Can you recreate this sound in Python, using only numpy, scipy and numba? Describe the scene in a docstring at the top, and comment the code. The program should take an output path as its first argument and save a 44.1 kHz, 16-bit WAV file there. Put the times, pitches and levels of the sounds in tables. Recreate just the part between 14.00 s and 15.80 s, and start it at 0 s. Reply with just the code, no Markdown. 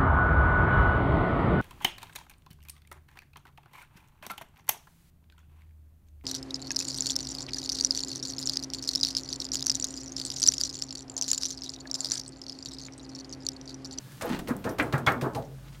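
"""Quick bright taps, about seven a second: a stiff plastic mat knocked against a hollow bin below a table.
Each tap is a noise crack, then the sheet rattles on as dense clicks that ring the bin, and the hollow booms.
Swelling sines thud, band-passed noise bursts tick like loose grains, and filtered clicks make the sheet
rustle in the hands and scrape the rim. A small room answers with a short echo, over noise hush, hum and whine."""
import sys
import numpy as np
from scipy import signal
from scipy.fft import rfft, irfft
from scipy.io import wavfile
from numba import njit

SR = 44100
rng = np.random.default_rng(int(sys.argv[2]) if len(sys.argv) > 2 else 0)


def inscribe(sig):
    """Save sig as 16-bit PCM at rate SR to the path in sys.argv[1].

    A 1-D sig is mono; a 2-D sig holds one channel per row.
    Samples are clipped to [-1, 1] before scaling.
    """
    pcm = np.round(np.clip(np.atleast_2d(sig).T, -1, 1) * 32767)
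    wavfile.write(sys.argv[1], SR, pcm.astype(np.int16))


def natural_amplitude(level_db):
    """Convert a level in decibels to a linear amplitude factor, elementwise."""
    exponent = np.asarray(level_db, float) / 20
    return 10 ** exponent


N = 79380  # 1.8 s


def unit(x):
    """Scale to rms 1."""
    return x / np.sqrt(np.mean(x ** 2))


def colour(x, points):
    """Shape the spectrum through (hz, db) points joined along log frequency, rms 1."""
    hz = np.arange(len(x) // 2 + 1) * SR / len(x) + 1
    point_hz, point_db = np.array(points).T
    gain_db = np.interp(np.log(hz), np.log(point_hz), point_db)
    return unit(irfft(rfft(x) * natural_amplitude(gain_db), len(x)))


def band(x, hz, width_hz):
    """Second-order Butterworth band-pass, its edges kept within the audible range."""
    edges_hz = np.clip([hz - width_hz / 2, hz + width_hz / 2], 20, SR / 2.1)
    return signal.sosfilt(signal.butter(2, edges_hz, "bandpass", fs=SR, output="sos"), x)


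def fade(t, t60):
    """Falls 60 dB in t60 s."""
    return np.exp(-np.log(1000) * t / t60)


def swell(t, rise, t60):
    """Rises smoothly for rise s, then fades."""
    rising = np.sin(np.pi / 2 * np.clip(t / rise, 0, 1)) ** 2
    return rising * fade(np.maximum(t - rise, 0), t60)


def clicks(size, per_s, spread_db):
    """Random clicks of either sign and very uneven size, rms 1."""
    chance, sign, size_draw = rng.random((3, size))
    struck = chance < per_s / SR
    return unit(struck * np.sign(sign - .5) * natural_amplitude(-spread_db * np.log(1 - size_draw)))


def level_curve(points):
    """Amplitude over the whole scene through (time_s, level_db) points."""
    return natural_amplitude(np.interp(np.arange(N) / SR, *np.array(points).T))


def add(out, at_s, x):
    """Mix x in from at_s."""
    i = int(at_s * SR)
    out[i:i + len(x)] += x[:N - i]


def room_tone():
    """Broad hush of coloured noise, wavering hum from narrow noise bands and a faint high steady whine."""
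    # spectrum of the hush: hz, db (per Hz, relative)
    hush_colour = [(25, -60), (53, -6), (96, -7), (133, 10), (156, -2), (447, -28), (586, -18), (688, -28),
                   (1280, -27.5), (2140, -32), (2320, -33.5), (15700, -41)]
    # wavering low hum: centre_hz, width_hz, level_db
    hum_bands = [(48.1, 1.5, -56), (134.7, 13.4, -58.5)]
    hush_db, whine_hz, whine_db = -47.5, 14250, -78
    hush = natural_amplitude(hush_db) * colour(rng.standard_normal(N), hush_colour)
    hum = np.zeros(N)
    for hz, width_hz, db in hum_bands:
        hum += natural_amplitude(db) * unit(band(rng.standard_normal(N), hz, width_hz))
    whine = natural_amplitude(whine_db) * np.sin(2 * np.pi * whine_hz * np.arange(N) / SR)
    return hush + hum + whine


def echo(x):
    """A small room as a decaying noise tail: lows linger, highs die early."""
    low_t60_s, high_t60_s, split_hz, onset_s = 0.53, 0.17, 250, 0.004
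    t = np.arange(SR // 2) / SR
    noise = rng.standard_normal(len(t))
    low = signal.sosfilt(signal.butter(1, split_hz, fs=SR, output="sos"), noise)
    high = noise - low
    tail = low * fade(t, low_t60_s) + high * fade(t, high_t60_s)
    tail = tail * np.clip(t / onset_s, 0, 1)
    return signal.fftconvolve(x, tail / np.sqrt(np.sum(tail ** 2)))[:N]


def rustle():
    """Fine hiss of the flexing sheet: dense tiny clicks run together."""
    # how loud the sheet hisses: time_s, level_db
    rustle_levels = [(0, -59), (.19, -56), (.26, -55.5), (.35, -50.5), (.385, -61), (.45, -63),
                     (.55, -75.5), (.72, -59), (.78, -87), (.86, -56), (.92, -68), (1.03, -94), (1.4, -69),
                     (1.57, -64), (1.8, -62.5)]
    # spectrum of the hiss: hz, db (per Hz, relative)
    rustle_colour = [(590, -28), (1000, -3), (1140, -3), (1700, 4), (1930, -16), (2320, -1.5), (2510, -2),
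                     (4080, -1), (15700, -7.5)]
    per_s, spread_db = 8100, -2
    return colour(clicks(N, per_s, spread_db), rustle_colour) * level_curve(rustle_levels)


def scrape():
    """The sheet scrapes the rim and the hands: sparser, coarser and darker clicks."""
    # how loud the sheet scrapes: time_s, level_db
    scrape_levels = [(.10, -57.5), (.2, -57), (.28, -40), (.33, -35.5), (.365, -39), (.385, -49.5),
                     (.395, -36.5), (.43, -55.5), (.45, -55), (1.5, -62), (1.62, -61.5), (1.685, -52.5),
                     (1.71, -65.5), (1.75, -54), (1.78, -64.5)]
    # spectrum of the scraping: hz, db (per Hz, relative)
    scrape_colour = [(180, -2.5), (300, 1.5), (538, -11), (937, -8), (1990, -11), (2170, -15),
                     (3470, -16.5), (9000, -34.5), (11700, -62), (19800, -120)]
    per_s, spread_db = 2200, 2.6
    return colour(clicks(N, per_s, spread_db), scrape_colour) * level_curve(scrape_levels)


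def ticks():
    """Grains and edges tick: short noise bursts, each in its own band, sharpest in the first instant."""
    # grains and edge ticks: start_s, level_db (of the body, before the snap), centre_hz, width_hz, t60_s
    tick_table = [(0.117, -45.5, 1680, 400, 0.045), (0.12, -52.5, 7900, 8150, 0.044),
                  (0.222, -37, 7500, 5500, 0.035), (0.257, -46.5, 13000, 4970, 0.039),
                  (0.292, -47, 7800, 9000, .05), (0.293, -56, 1650, 300, 0.082),
                  (.322, -48, 3540, 400, .06), (0.356, -48, 2750, 298, 0.083),
                  (0.36, -44, 4270, 500, 0.045), (0.3907, -43, 8800, 15700, 0.017),
                  (0.394, -47, 7560, 13100, 0.06), (0.484, -43, 7830, 13500, 0.13),
                  (0.532, -58, 14100, 2917, 0.022), (.566, -45, 11700, 9900, 0.018),
                  (.59, -59, 13500, 4000, 0.22), (0.692, -47, 7960, 12000, 0.073),
                  (0.695, -49.5, 5700, 900, 0.074), (.694, -52, 9300, 900, .07),
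                  (.712, -54, 13300, 2540, 0.1), (.731, -57, 13500, 2000, 0.099),
                  (.826, -48, 9100, 4030, 0.08), (0.926, -38.5, 2500, 3530, 0.082),
                  (0.98, -46.5, 8500, 11600, 0.087), (1.121, -45.5, 9600, 10400, 0.047),
                  (1.335, -58, 5000, 7000, 0.12), (1.362, -48.5, 8200, 11200, 0.014),
                  (1.387, -64, 13400, 1500, 0.031), (1.424, -55.5, 3870, 3900, 0.055),
                  (1.449, -59, 5880, 1500, 0.077), (1.684, -58, 3580, 3930, 0.042),
                  (1.728, -59.5, 4080, 5000, 0.11), (1.747, -53.5, 2700, 2740, 0.095),
                  (1.064, -33, 4750, 600, 0.028), (1.066, -31.5, 3360, 497, 0.076),
                  (1.077, -38.5, 3800, 1200, 0.11), (.798, -37, 3570, 1800, 0.045)]
    snap_db, snap_t60_s = 4, 0.004  # snap relative to the tick's body
    out, t = np.zeros(N), np.arange(SR // 5) / SR
    for at, db, hz, width_hz, t60 in tick_table:
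        burst = unit(band(rng.standard_normal(len(t)), hz, width_hz))
        decay = fade(t, t60) + natural_amplitude(snap_db) * fade(t, snap_t60_s)
        add(out, at, natural_amplitude(db) * burst * decay)
    return out


def thuds():
    """The bin wall thuds or the bent sheet slaps flat: each swings on one note that swells and dies."""
    # notes that stand out: start_s, level_db, pitch_hz, swell_s, t60_s
    thud_table = [(0.22, -32, 579, 0.0041, 0.066), (0.241, -32, 492, 0.008, 0.14),
                  (0.243, -51, 640, 0.005, 0.093), (0.246, -33, 830, 0.0093, 0.14),
                  (0.297, -24, 237.5, 0.0074, 0.26), (0.298, -27.5, 188.7, 0.026, 0.19),
                  (.333, -24, 237.2, 0.0074, 0.11), (0.505, -17.5, 245.7, 0.0077, 0.051),
                  (0.652, -32, 116, 0.012, 0.14), (0.796, -21, 1433, 0.003, 0.044),
                  (0.797, -22, 2330, .003, 0.043), (0.797, -27.5, 2030, 0.0047, 0.1),
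                  (1.071, -22, 2180, 0.0026, 0.086), (1.073, -17.5, 1350, .008, 0.047),
                  (1.076, -25, 1252, 0.015, 0.12), (1.09, -24, 780, 0.0045, 0.068),
                  (1.255, -29, 306, 0.011, .09), (1.258, -28, 375, 0.013, 0.06),
                  (1.39, -30.5, 124, 0.011, 0.086), (1.362, -31, 817.4, 0.012, 0.077),
                  (1.372, -29.5, 664, 0.018, 0.052), (1.41, -39, 555, 0.011, 0.1),
                  (1.352, -40.5, 380, 0.0033, 0.27), (0.79, -28, 112, 0.0043, 0.15),
                  (0.806, -28.5, 301, 0.0065, .12), (0.933, -19, 139.4, 0.0096, 0.051),
                  (1.066, -26, 120.6, 0.012, 0.048), (1.222, -22, 144.5, 0.0073, 0.071),
                  (1.352, -31, 118, 0.012, 0.12), (0.563, -30.5, 196, 0.0015, 0.18),
                  (1.024, -33.5, 230, 0.0091, 0.086), (1.16, -31, 241.8, 0.006, 0.31)]
    out, t = np.zeros(N), np.arange(SR // 2) / SR
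    for at, db, hz, rise, t60 in thud_table:
        add(out, at, natural_amplitude(db) * swell(t, rise, t60) * np.sin(2 * np.pi * hz * t))
    return out


@njit
def sweep(x, hz, k):
    """State-variable low-pass with a moving edge hz; a larger k damps it more."""
    y, b, l = np.empty(len(x)), 0., 0.
    for i in range(len(x)):
        g = np.tan(np.pi * hz[i] / SR)
        v = (b + g * (x[i] - l)) / (1 + g * (g + k))
        y[i] = l + g * v
        b, l = 2 * v - b, 2 * y[i] - l
    return y


def crack_noise(t):
    """The blow: a bright noise crack, then a quieter spray of grains sliding off."""
    # spectrum of the crack: hz, db (per Hz, relative)
    crack_colour = [(470, -44), (800, 0.5), (1740, -3), (2870, -7), (4680, -11.5), (7540, -18.5),
                    (9570, -20), (14500, -55), (16000, -44)]
    # spectrum of the grains sliding off: hz, db (per Hz, relative)
    spray_colour = [(1760, -3.5), (3000, -5.5), (4070, -1), (6290, -5), (9470, -5), (10400, -10),
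                    (12900, -1), (15700, -9)]
    crack_t60_s, spray_db, spray_t60_s = 0.094, -12.5, 0.26
    crack = colour(rng.standard_normal(len(t)), crack_colour) * fade(t, crack_t60_s)
    spray = colour(rng.standard_normal(len(t)), spray_colour) * fade(t, spray_t60_s)
    return crack + natural_amplitude(spray_db) * spray


def body_ring(t):
    """Decaying modes of bin and sheet, scattered from tap to tap as the sheet is held differently; energy 1."""
    # modes before scatter: pitch_hz, level_db (relative), t60_s
    body_modes = [(256, 6, 0.023), (306, 16, 0.054), (368, -7, 0.025), (433, 7.5, 0.057), (577, -7, 0.088),
                  (663, 6.5, 0.05), (846, -4, 0.093), (1050, -6, 0.21), (1170, -36, 0.035),
                  (1460, -5.5, 0.22), (1500, -5, 0.009), (1696, 11, 0.025), (1930, 0, 0.019),
                  (2300, -22, 0.036)]
    scatter_db, bend = 2, .05  # bend: pitch scatter as a fraction
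    hz, db, t60 = np.array(body_modes, float).T[:, :, None]
    mode_amp = natural_amplitude(db + scatter_db * rng.standard_normal(hz.shape))
    mode_hz = hz * (1 + bend * rng.standard_normal(hz.shape))
    ring = (mode_amp * fade(t, t60) * np.sin(2 * np.pi * mode_hz * t)).sum(axis=0)
    return ring / np.sqrt(np.sum(ring ** 2))


def sheet_rattle(t, hz, span, rise, fall):
    """Clicks of sheet on bin in a band that darkens as they calm, which also ring the body."""
    per_s, spread_db, sink_oct_per_s, body_db = 6700, 1.8, 5, -14
    top_hz = hz * 2 ** (-sink_oct_per_s * t)
    push = clicks(len(t), per_s, spread_db)
    for damping in (1.8, 1.3, .8):  # a steep upper edge in three stages
        push = sweep(push, top_hz, damping)
    for _ in range(2):  # take away what lies below the band
        push = push - sweep(push, top_hz / 2 ** span, 2.)
    # make up for the power lost as the band sinks
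    push = push * np.sqrt(SR / 2 / top_hz) * swell(t, rise, fall)
    ringing = signal.fftconvolve(push, body_ring(t[:SR // 5]))[:len(t)]
    return push + natural_amplitude(body_db) * ringing


def hollow_boom(t):
    """The bin's hollow booms: a low noise band that swells and fades."""
    low_hz, high_hz, swell_s, t60_s = 90, 585, 0.015, 0.37
    boom = unit(band(rng.standard_normal(len(t)), (low_hz + high_hz) / 2, high_hz - low_hz))
    return boom * swell(t, swell_s, t60_s)


def taps():
    """Mat on bin: every tap sums a crack, a sinking rattle that rings the body, and a boom of the hollow."""
    # taps: start_s, crack_db, rattle_db, rattle_swell_s, rattle_t60_s,
    # top_hz (upper edge of the rattle at its start), span_oct (band below that edge, octaves), boom_db
    tap_table = [(.211, -33.5, -36.5, 0.03, 0.95, 1790, 1.9, -39.5),
                 (.474, -40, -34.5, 0.035, 0.16, 2086, 0.74, -31.5),
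                 (.642, -38, -33, 0.038, 0.26, 1890, 2.6, -28.5),
                 (.785, -33, -31.5, 0.013, 0.37, 2130, 2.4, -30),
                 (.797, -45, -22, 0.0016, 0.12, 2750, 1.17, -31.5),
                 (0.925, -35.5, -29.5, 0.021, 0.25, 2220, 0.71, -28.5),
                 (1.064, -29, -20.5, 0.013, 0.25, 2380, 0.93, -26),
                 (1.212, -34, -31.5, 0.051, 0.29, 1670, 1.44, -32.5),
                 (1.3485, -37, -33.5, 0.0093, 0.42, 1050, 0.2, -40)]
    out, t = np.zeros(N), np.arange(SR // 2) / SR
    for at, crack_db, rattle_db, rise, fall, hz, span, boom_db in tap_table:
        tap = natural_amplitude(crack_db) * crack_noise(t)
        tap = tap + natural_amplitude(rattle_db) * sheet_rattle(t, hz, span, rise, fall)
        tap = tap + natural_amplitude(boom_db) * hollow_boom(t)
        add(out, at, tap)
    return out


def scene():
    """Mat and bin close by, their echo from the small room, and the room's own tone; one channel."""
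    echo_db = -11.5
    near = rustle() + scrape() + ticks() + thuds() + taps()
    return (room_tone() + natural_amplitude(echo_db) * echo(near) + near)[None]


def low_pass(x):
    """A steep low-pass at 16.8 kHz: the treble ends there."""
    return signal.sosfilt(signal.butter(12, 16810, fs=SR, output="sos"), x)


def record(dry):
    """The recorder cuts the top with a steep low-pass at 16 kHz."""
    top_cut = signal.ellip(8, .2, 40, 16000, fs=SR, output="sos")  # ripple 0.2 dB, stop band -40 dB
    mix = signal.sosfilt(top_cut, dry)
    return low_pass(mix)


dry = scene()
out = record(dry)
inscribe(out)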